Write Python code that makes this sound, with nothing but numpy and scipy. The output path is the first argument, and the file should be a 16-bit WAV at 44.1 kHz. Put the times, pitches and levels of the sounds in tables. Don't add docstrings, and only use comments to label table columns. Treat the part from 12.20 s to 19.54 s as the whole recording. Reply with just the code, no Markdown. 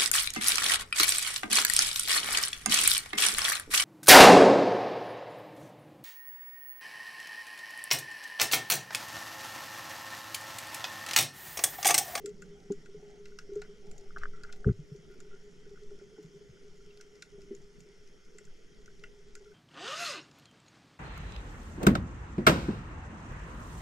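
import sys
import numpy as np
from scipy import signal
from scipy.fft import rfft, irfft, next_fast_len
from scipy.io import wavfile
from scipy.ndimage import uniform_filter1d

SR = 44100
rng = np.random.default_rng(int(sys.argv[2]) if len(sys.argv) > 2 else 0)


def boost_factor(decibels):
    exponent = np.asarray(decibels, float) / 20
    return 10 ** exponent


def transcribe(signal):
    frames = np.atleast_2d(signal).T
    limited = np.clip(frames, -1, 1)
    pcm = np.round(limited * 32767).astype(np.int16)
    wavfile.write(sys.argv[1], SR, pcm)


N = 323694

# (frequency [Hz], level [dB])
SNAP_SPECTRUM = [(900, -49), (2200, -8.5), (3200, -8.5), (3900, -7.5), (5600, -6.5), (7200, -6.5),
                 (8400, -14.5), (11500, -23), (14800, -31.5)]
# (frequency [Hz], phase [rad])
PORT_LEAD = [(0, 0), (520, 0.0), (780, -1.63), (1460, -0.79), (1720, -0.84), (2240, -1.12), (2760, -1.1),
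             (3010, -0.94), (3530, -0.41), (4050, -0.7), (4390, -0.5), (4820, -0.73), (6370, 0.28),
             (14900, 0.18)]
# (frequency [Hz], level [dB])
PORT_TILT = [(60, -1.5), (110, 1), (200, -6), (380, 2), (690, -5), (1280, 2), (2350, 2.5), (4330, -2.5),
             (7980, 0.5), (14700, 2.5)]


def evened(x):
    return x / np.sqrt(np.mean(x ** 2) + 1e-20)


def read(points, hz):
    f, value = np.transpose(points)
    return np.interp(np.log(hz + 1), np.log(f + 1), value)


def add(mix, s, sound):
    part = mix[round(s * SR):][:len(sound)]
    part += sound[:len(part)]


def band(x, low, high, order=2):
    return signal.sosfilt(signal.butter(order, [low, high], "band", fs=SR, output="sos"), x)


def resonate(x, hz, width):
    return signal.lfilter(*signal.iirpeak(hz, hz / max(width, 1), SR), x)


def ring(db, hz, t60, rise):
    t = np.arange(SR // 4) / SR
    decay = boost_factor(-60 * t / np.clip(t60, .004, .6))
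    shape = decay * (1 - np.exp(-t / max(rise, 1e-4))) ** 2
    return boost_factor(db) * shape / shape.max() * np.sin(2 * np.pi * hz * t)


def causal(points):
    log_gain = read(points, np.fft.rfftfreq(2048, 1 / SR)) * np.log(10) / 20
    circle = np.r_[log_gain, log_gain[-2:0:-1]]
    return np.fft.ifft(np.exp(np.conj(signal.hilbert(circle)))).real[:1024]


def ports(x):
    size = next_fast_len(N)
    hz = np.fft.rfftfreq(size, 1 / SR)
    half = boost_factor(read(PORT_TILT, hz) / 2) * np.exp(.5j * 0.95 * read(PORT_LEAD, hz))
    return irfft(rfft(x, size) * np.array([half, 1 / half]), size)[:, :N]


def wash(magnitude, patchy_db, size):
    # (frequency [Hz], coherence [0-1])
    likeness = [(60, 0.56), (130, 0.58), (290, 0.56), (630, 0.52), (1390, 0.79), (3050, 0.44), (5000, 0.91),
                (6700, 0.89), (14700, 0.78)]
    hop = size // 4
    hz = np.fft.rfftfreq(size, 1 / SR)
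    a, b, c, d, patches = rng.standard_normal((N // hop + 5, len(hz), 5)).T
    patches = uniform_filter1d(patches, size=3000 // hop, axis=1)
    patches = evened(uniform_filter1d(patches, size=size // 100, axis=0))
    same = np.clip(read(likeness, hz), 0, 1)[:, None]
    left, other = a + 1j * b, c + 1j * d
    half = (boost_factor(read(PORT_TILT, hz) / 2) * np.exp(.5j * read(PORT_LEAD, hz)))[:, None]
    z = np.array([left * half, (same * left + np.sqrt(1 - same ** 2) * other) / half])
    z *= magnitude(hz)[:, None] * boost_factor(patchy_db * patches.clip(-2, 2))
    return signal.istft(z, nperseg=size, noverlap=size - hop)[1][:, :N]


def hiss():
    # (frequency [Hz], density [dB per Hz])
    water = [(900, -10), (1700, -8), (2500, -8), (4100, -15), (4800, -15.5), (6500, -7), (7600, -14),
             (8100, -19.5), (9300, -20.5), (11200, -26), (12600, -25), (13100, -30), (14600, -31.5),
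             (15300, -36)]
    # (frequency [Hz], width [Hz], level [dB])
    shell_modes = [
        (1410, 200, -3),
        (2028, 500, -1),
        (3160, 670, -2.5),
        (4500, 90, -5),
        (5434, 950, -3),
        (8700, 120, -16),
        (10500, 140, -26),
    ]

    def colour(hz):
        peaks = sum(boost_factor(db) ** 2 / (1 + (2 * (hz - f) / w) ** 2) ** 2 for f, w, db in shell_modes)
        return np.sqrt(boost_factor(read(water, hz)) ** 2 + peaks) * (hz > 800)
    return boost_factor(-67.5) * evened(wash(colour, patchy_db=1.83, size=1024))


def murk():
    # (frequency [Hz], density [dB per Hz])
    low_water = [(8.8, -29), (15, 0.5), (36, -9), (92, -23), (158, -14), (281, -20.5), (342, -18.5),
                 (409, -12.5), (536, -27.5), (903, -33.5), (1100, -49), (1430, -66), (2420, -120)]
    low = wash(lambda hz: boost_factor(read(low_water, hz)) * (hz > 12) * (hz < 1100), patchy_db=3.5, size=4096)
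    upper = band(low, 500, 1100, order=4)
    return boost_factor(-75) * low / np.std(upper)


def sway():
    # (time [s], peak level [dB])
    surge_table = [(0.0, -50), (0.35, -47), (0.6, -44.5), (1.12, -44), (1.36, -41), (1.76, -40),
                   (2.06, -34.5), (2.3, -40), (2.45, -42), (3.1, -47), (3.68, -43), (4.66, -45),
                   (5.42, -47), (6.33, -46), (6.0, -46), (6.9, -45), (7.11, -47.5)]
    rise_db_per_s, fall_db_per_s, calm_db = 50, 75, -70
    noise = rng.standard_normal((3, N + SR))
    drift = evened(band(noise[:2], 2.5, 9.0)[:, SR:])
    eddies = evened(band(noise[2], 15.0, 45.0)[SR:])
    t = np.arange(N) / SR
    surges = [db - np.maximum(rise_db_per_s * (s - t), fall_db_per_s * (t - s)) for s, db in surge_table]
    strength = boost_factor(np.maximum(np.max(surges, axis=0), calm_db))
    apart = 0.063 * np.array([drift[1], -drift[1]])
    return strength * (drift[0] + boost_factor(-18.5) * eddies + apart)


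def hum():
    # (time [s], level [dB])
    work = [(0.0, -56), (0.57, -61), (1.1, -63), (1.25, -63), (1.4, -58), (2.23, -62.5), (2.66, -63),
            (3.07, -63), (3.33, -64), (3.78, -60), (4.05, -62), (4.6, -63), (5.03, -67), (5.3, -62),
            (5.64, -65), (5.95, -71), (6.45, -71), (6.64, -66), (6.99, -65), (7.34, -63)]
    t = np.arange(N) / SR
    hits = rng.random((2, N)) < 90 / SR
    strength = .14 + hits * boost_factor(3.0 * rng.exponential(1, (2, N)).clip(0, 4))
    nudges = rng.standard_normal((2, N)) * strength
    wander = uniform_filter1d(rng.standard_normal(N), size=1500)
    wander = evened(uniform_filter1d(wander, size=1500))
    held = np.sqrt(2) * np.sin(2 * np.pi * np.cumsum(408 + 7.0 * wander) / SR)
    air = evened(resonate(resonate(nudges[0], 411.1, 22), 375, 150)) + 0.88 * held
    case = resonate(resonate(nudges[1], 162.7, 45), 189, 120)
    work_db = np.interp(t, *np.transpose(work))
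    case_db = -61.5 + 0.64 * (work_db - work_db.mean()) - 1.55 * t
    return boost_factor(work_db - .6) * air + boost_factor(case_db) * evened(case)


def whine():
    # (frequency [Hz], rms level [dB])
    tones = [
        (4495.6, -91),
        (8991, -97.5),
    ]
    t = np.arange(N) / SR
    pulsing = 1 + 1.3 * np.cos(2 * np.pi * 29.97 * t)
    return pulsing * sum(boost_factor(db) * np.sqrt(2) * np.sin(2 * np.pi * (hz * t + rng.random()))
                         for hz, db in tones)


def crackle():
    size = boost_factor(4 * rng.exponential(1, N).clip(0, 2.5)) * (rng.random(N) < 70 / SR)
    t = np.arange(400) / SR
    spread = signal.oaconvolve(size, boost_factor(-60 * t / 0.014))[:N] * rng.standard_normal(N)
    coloured = signal.oaconvolve(spread, causal(SNAP_SPECTRUM))[:N]
    return boost_factor(-79.5) * evened(resonate(coloured, 5000, 6000))


def knocks():
    # (time [s], peak level [dB], frequency [Hz], t60 [s])
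    air_knocks = [(0.028, -45, 406, 0.17), (0.043, -35, 410, 0.08), (0.073, -36, 415, 0.17),
                  (0.5053, -26, 401, 0.099), (0.689, -46, 395, 0.12), (0.747, -40.5, 416, 0.073),
                  (1.292, -40, 396, 0.11), (1.319, -34.5, 400, 0.17), (1.361, -27.5, 411.8, 0.16),
                  (1.492, -45.5, 405, 0.12), (2.4607, -31, 410, 0.05), (2.716, -48.5, 415, 0.16),
                  (2.749, -46.5, 394, 0.058), (2.902, -48, 381, 0.072), (2.97, -52, 404, 0.056),
                  (3.139, -47, 393, 0.056), (3.465, -45.5, 409, 0.071), (3.51, -46, 407.6, 0.15),
                  (3.714, -45, 400, 0.074), (3.815, -45, 399, 0.13), (3.982, -44.5, 425, 0.15),
                  (4.333, -53, 388, 0.11), (5.18, -43, 403, 0.11), (5.23, -51.5, 397, 0.15),
                  (5.31, -36, 395.3, 0.15), (6.152, -49.5, 410, 0.067), (6.21, -53, 418, 0.1),
                  (6.987, -54, 408, 0.14), (7.169, -51, 409, 0.12), (2.873, -54, 390, .1),
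                  (3.02, -53, 390, .1), (3.065, -54, 390, .12), (3.276, -51, 412, .15),
                  (3.548, -53, 406, .1), (3.783, -51, 404, .1), (3.938, -51, 404, .1),
                  (4.452, -57, 415, .1), (4.489, -55, 404, .1), (4.586, -54, 395, .1),
                  (4.931, -53, 417, .12), (5.265, -51, 406, .08), (5.647, -54, 415, .1),
                  (5.694, -57, 415, .1), (5.736, -55, 420, .1), (6.271, -56, 406, .1),
                  (6.504, -56, 406, .15), (6.6, -58, 420, .1), (6.828, -52, 417, .12),
                  (7.207, -53, 405, .1), (7.264, -50, 415, .12)]
    # (time [s], peak level [dB])
    soft_nudges = [(0.2, -48), (0.826, -43.5), (0.31, -51), (0.972, -52), (0.997, -52), (1.108, -51),
                   (2.275, -53), (2.36, -56), (4.145, -51), (4.67, -52), (4.765, -56), (4.85, -57),
                   (1.645, -46.5), (2.042, -54), (3.23, -53.5), (3.619, -47), (4.208, -47.5), (5.123, -52),
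                   (7.307, -52)]
    # (time [s], peak level [dB], frequency [Hz], t60 [s])
    case_thuds = [(.05, -50, 155, .15), (0.5, -30.5, 201, 0.047), (0.76, -51, 168.5, 0.13),
                  (2.529, -47, 102, 0.12), (2.587, -37, 151, 0.088), (2.716, -37, 146.5, 0.064),
                  (2.786, -48, 153, 0.1), (3.376, -54.5, 160, 0.1), (3.5, -56.5, 162, 0.16),
                  (4.042, -44.5, 158, 0.082), (4.154, -53, 159, 0.078), (4.291, -45.5, 140, 0.052),
                  (5.178, -55, 205, 0.057), (5.305, -43.5, 230, 0.09)]
    # (time [s], peak level [dB], frequency [Hz], t60 [s])
    further_rings = [(.04, -43, 328, 0.068), (.505, -36, 287, 0.068), (1.35, -57, 85, 0.12),
                     (2.01, -48, 60, 0.13), (2.452, -38.5, 150, .05), (2.471, -57, 720, 0.07),
                     (2.4705, -24, 420, 0.075), (2.4907, -32.5, 375, 0.08), (3.985, -46.5, 316, 0.05),
                     (4.29, -54, 83, .12), (5.311, -42.5, 333, 0.09), (5.33, -55, 468, 0.1)]
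    out = np.zeros(N)
    for s, db, hz, t60 in air_knocks + [(*row, 409, 0.33) for row in soft_nudges]:
        add(out, s - .003, ring(db, hz, t60, 0.0041))
    for s, db, hz, t60 in case_thuds + further_rings:
        add(out, s, ring(db, hz, t60, .0025 + .45 / hz))
    return out


def snaps():
    # (time [s], peak level [dB], brightest frequency [Hz],
    # lid ring re snap [dB], wall ring re snap [dB])
    near_snaps = [(0.0584, -32, 7600, -19, -15), (0.22, -42.5, 7200, -3.5, -8),
                  (0.5198, -42, 7060, -16, -22), (0.658, -48.5, 3550, -1.5, -3.5),
                  (1.055, -45.5, 4400, -8, -4), (1.1868, -37, 5540, -2.5, -7.5),
                  (1.3541, -49, 6900, -12, -22), (1.417, -41, 4150, -3, -4),
                  (1.7125, -43.5, 7400, -17, -16), (1.779, -47, 6930, -31, -24),
                  (1.9824, -46, 4560, -11, -5), (2.234, -41, 4700, 0, -15), (2.3254, -38, 3940, -11, -12.5),
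                  (3.0021, -44, 6970, -10, -20), (4.772, -49, 4680, -19, -13),
                  (4.8097, -41, 5800, -11, -10.5), (5.022, -36, 3820, -9, -7),
                  (5.3487, -44.5, 6960, -28, -20), (5.6037, -50, 7030, -22, -13),
                  (6.183, -42, 7550, -11, -5), (6.251, -50, 7100, -22, -17), (6.658, -48.5, 5900, -23, -12),
                  (6.836, -46, 4990, 2, 5.5), (7.1517, -39, 6970, -9.5, -10.5)]
    # (time [s], peak level [dB])
    far_snaps = [(0.0922, -51), (1.6671, -55), (1.8087, -53), (2.0336, -48.5), (2.3594, -56),
                 (2.7603, -56.5), (2.9194, -60), (4.03, -59), (4.9533, -53), (5.217, -50), (5.3644, -57),
                 (5.874, -53.5), (6.9894, -61), (7.1931, -59)]
    far_hz, far_lid_db, far_wall_db = 5370, -18, -13
    out, apart = np.zeros(N), np.zeros(N)
    t, colour = np.arange(2048) / SR, causal(SNAP_SPECTRUM)
    treble = signal.butter(2, 8500, "high", fs=SR, output="sos")
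    rows = sorted(near_snaps + [(*row, far_hz, far_lid_db, far_wall_db) for row in far_snaps])
    grits = rng.standard_normal((len(rows), 2, 2048))
    for (s, db, hz, lid_db, wall_db), grit in zip(rows, grits):
        length = 1.08 * (far_hz / hz) ** 0.35
        direct, echoes = boost_factor(-60 * t / (0.017 * length)), boost_factor(-60 * t / (0.18 * length))
        rough = grit * (direct + 0.078 * echoes) * np.minimum(t / .0016, 1)
        burst, other = signal.fftconvolve(rough, colour[None])[:, :2048]
        shock = grit[0] * (direct + 0.085 * echoes) * np.minimum(t / 0.0019, 1)

        lid = evened(resonate(resonate(shock, 1515, 250), 1510, 600))
        lid = resonate(lid + 4.5 * ring(0, 1437.0, 0.037 * length, 0.0018)[:2048], 1530, 900)
        wall = resonate(resonate(shock, 2020, 170), 2010, 600)
        wall = wall + 0.72 * resonate(resonate(shock, 2730, 200), 2970, 600)

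        top_gain = min((hz / 5100) ** 2.5, 1.4)
        burst = burst + (top_gain - 1) * signal.sosfiltfilt(treble, burst)
        bright = burst + 2.04 * (hz / 5500) ** 2 * resonate(burst, hz, 820)
        for part, part_db in [(bright, 0), (lid, lid_db), (wall, wall_db + 0.5)]:
            add(out, s, boost_factor(db + part_db) * part / abs(signal.hilbert(part)).max())
        add(apart, s, boost_factor(db - 12) * other / abs(other).max())
    return ports(out) + apart * np.array([[1], [-1]])


def ticks():
    # (time [s], peak level [dB], frequency [Hz])
    slip_table = [(.067, -54, 1420), (1.119, -57, 1450), (1.3, -62, 1430), (1.362, -58, 1400),
                  (2.134, -54, 1350), (2.146, -54, 1370), (2.174, -54, 1350), (2.209, -55, 1400),
                  (2.2425, -52, 1420), (2.291, -49, 1420), (2.3, -52, 1450), (2.898, -61, 1440),
                  (2.911, -59, 1430), (2.923, -61, 1420), (2.937, -62, 1420), (3.046, -63, 1430),
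                  (3.072, -64, 1470), (3.112, -58, 1380), (3.129, -55, 1420), (3.139, -57, 1430),
                  (3.157, -61, 1430), (3.454, -63, 1480), (3.557, -57, 1460), (3.704, -63, 1400),
                  (3.794, -60, 1420), (3.964, -60, 1470), (4.605, -63, 1390), (4.705, -60, 2740),
                  (7.164, -56, 1430), (7.257, -60, 1400), (7.276, -60, 1380), (7.317, -58, 1500)]
    out = np.zeros(N)
    for s, db, hz in slip_table:
        add(out, s, ring(db, hz, .038, .0018) + ring(db - 9, 1.42 * hz, .03, .001))
    return out


def grunts():
    # (start [s], end [s], level [dB], pulse rate [1/s])
    calls = [
        (0.339, .47, -75, 81),
        (0.774, 1.0, -73, 77),
        (1.62, 1.86, -73.5, 66),
        (2.241, 2.44, -75.5, 79),
    ]
    out = np.zeros(N)
    for start, end, db, per_s in calls:
        jitter, size, pitch = rng.standard_normal((40, 3)).T
        times = start - .015 + np.cumsum((1 + .2 * jitter) / per_s)
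        for s, size_db, hz in zip(times, 2.5 * size, 780 * (1 + .06 * pitch)):
            if s < end:
                swell_db = db + size_db - 7 * (2 * (s - start) / (end - start) - 1) ** 4
                upper = ring(swell_db + 9, hz, 0.048, .003)
                lower = ring(swell_db + 6.5, 0.767 * hz, 0.032, 0.0033)
                add(out, s, upper + lower)
    return out


def taps():
    # (time [s], peak level [dB], frequency [Hz])
    tap_table = [(0.5015, -48, 790), (1.417, -51.5, 760), (1.965, -54, 690), (1.973, -54.5, 830),
                 (2.033, -55, 670), (2.057, -58, 570), (2.446, -54, 556), (2.447, -55, 830),
                 (2.492, -60, 760), (3.714, -60, 614), (3.813, -59, 570), (3.979, -59, 830),
                 (5.189, -59, 619), (5.311, -61, 568)]
    t60 = .031
    out = np.zeros(N)
    for s, db, hz in tap_table:
        add(out, s, ring(db + 1, hz, t60, 0.0011) + ring(db - 7.0, 1.22 * hz, t60, 0.00073))
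    return out


def fizz():
    # (time [s], peak level [dB])
    bubbles = [
        (1.338, -70),
        (2.3675, -65),
        (2.738, -70),
        (2.9108, -69),
        (2.9417, -67),
        (4.0128, -76),
        (4.0277, -66),
        (5.5927, -68),
        (7.3108, -70),
    ]
    out, t = np.zeros((2, N)), np.arange(1024) / SR
    treble = signal.butter(4, 9800, "high", fs=SR, output="sos")
    for (s, db), grit in zip(bubbles, rng.standard_normal((len(bubbles), 2, 1024))):
        envelope = boost_factor(db - 1 - 60 * t / .025) * np.minimum(t / .001, 1)
        burst = signal.sosfilt(treble, grit) * envelope
        add(out[0], s, burst[0] + .4 * burst[1])
        add(out[1], s, burst[0] - .4 * burst[1])
    return out


def rub():
    # (start [s], length [s], level [dB])
    stroke_table = [(1.36, .035, -69), (1.43, .035, -65), (1.98, .01, -62), (2.017, .012, -54.5),
                    (2.04, .03, -60), (2.138, .04, -67), (2.19, 0.075, -68), (2.284, 0.022, -62),
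                    (2.471, 0.039, -61), (3.805, .02, -69), (3.97, .022, -70)]
    edge_db_per_s, creep_db = 901, -78
    slips = rng.standard_normal(N) * (.4 + (rng.random(N) < 700 / SR) * 3.0)
    t = np.arange(N) / SR
    strokes = np.zeros(N)
    for s, length, db in stroke_table:
        outside = np.maximum(np.maximum(s - t, t - s - length), 0)
        strokes += boost_factor(db - edge_db_per_s * outside)
    lid = resonate(resonate(slips, 1450, 310), 1380, 600)
    wall = resonate(resonate(slips, 1920, 260), 1990, 500)
    return np.maximum(strokes, boost_factor(creep_db)) * evened(lid + 0.6 * wall)


def pops():
    # (time [s], peak level [dB], frequency [Hz])
    pop_table = [(1.9056, -47, 1240), (1.9626, -33, 1320), (1.9704, -31.5, 1300), (2.0349, -25.5, 1390),
                 (2.0556, -29.5, 1340), (2.2484, -42, 1370), (2.4448, -33.5, 1350), (2.489, -41.5, 1320),
                 (3.5735, -51.5, 1280), (4.369, -59, 1340), (4.801, -52, 1380), (6.2751, -59, 1380),
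                 (6.6787, -49, 1340), (6.7007, -61, 1400), (7.1744, -55, 1380)]
    out = np.zeros(N)
    for s, db, hz in pop_table:
        contact = max(0.0037 - .00014 * (db + 29.5), .001)
        t = np.arange(0, contact, 1 / SR)
        tone = np.sin(2 * np.pi * hz * 1.089 * t) + 0.035 * np.sin(2 * np.pi * 3050 * t)
        packet = boost_factor(db) * np.hanning(len(t)) * tone
        for delay, echo_db in [(-.0008, 0), (.0026, -14), (.0065, -22), (.011, -33)]:
            add(out, s + delay, boost_factor(echo_db) * packet)
    return out


def thump():
    # (time [s], level [dB], contact [s])
    bounces = [
        (2.4645, -12.8, 0.0068),
        (2.4812, -16.5, 0.0034),
        (2.494, -15, 0.0078),
        (2.504, -31, 0.007),
        (2.512, -24, .006),
    ]
    # (frequency [Hz], level [dB], t60 [s])
    case_modes = [
        (69, -14.5, .12),
        (121, 3, 0.065),
        (168.6, -2.5, 0.14),
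        (202.2, 1.0, 0.075),
        (290, -10, .04),
    ]
    push, t = np.zeros(N), np.arange(SR // 4) / SR
    for s, db, contact in bounces:
        add(push, s, boost_factor(db) * np.hanning(round(contact * SR)))
    modes = sum(boost_factor(db - 60 * t / t60) * np.cos(2 * np.pi * hz * t) for hz, db, t60 in case_modes)
    held = np.clip((2.525 - np.arange(N) / SR) / 0.013, .12, 1)
    return boost_factor(-43.5) * signal.oaconvolve(push, modes)[:N] * held


def scene():
    shell = ports(hum() + crackle() + ticks() + grunts() + taps() + rub() + pops()) + snaps()
    rocking = (knocks() + thump()) * boost_factor([[.4], [-.4]])
    return shell + rocking + hiss() + murk() + sway() + whine() + fizz()


def band_limit(x):
    return signal.sosfilt(signal.butter(12, 15310, fs=SR, output="sos"), x)


def record(dry):
    both = np.array([dry[0] + dry[1], dry[0] - dry[1]]) / 2
    hz, _, z = signal.stft(both, SR, nperseg=2048, noverlap=1024, window="cosine")
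    power = uniform_filter1d(abs(z[0]) ** 2, size=4, axis=0)
    wide = uniform_filter1d(abs(z[1]) ** 2, size=24, axis=0)
    usual = np.median(power[(hz > 12800) & (hz < 13200)])
    busy = (1 + power[hz < 300].sum(0) / boost_factor(-73.5)) ** .15
    row_hz = hz[:, None]
    z[0] *= (power > boost_factor(4.5) * usual * busy) | (row_hz < 9000)
    z[1] *= (wide > boost_factor(5.8) * np.median(wide, axis=1)[:, None]) | (row_hz < 6200)
    z = z * (row_hz < 15300)
    mid, side = signal.istft(z, SR, nperseg=2048, noverlap=1024, window="cosine")[1][:, :N]
    return band_limit(np.array([mid + side, mid - side]))


dry = scene()
out = record(dry)
transcribe(out)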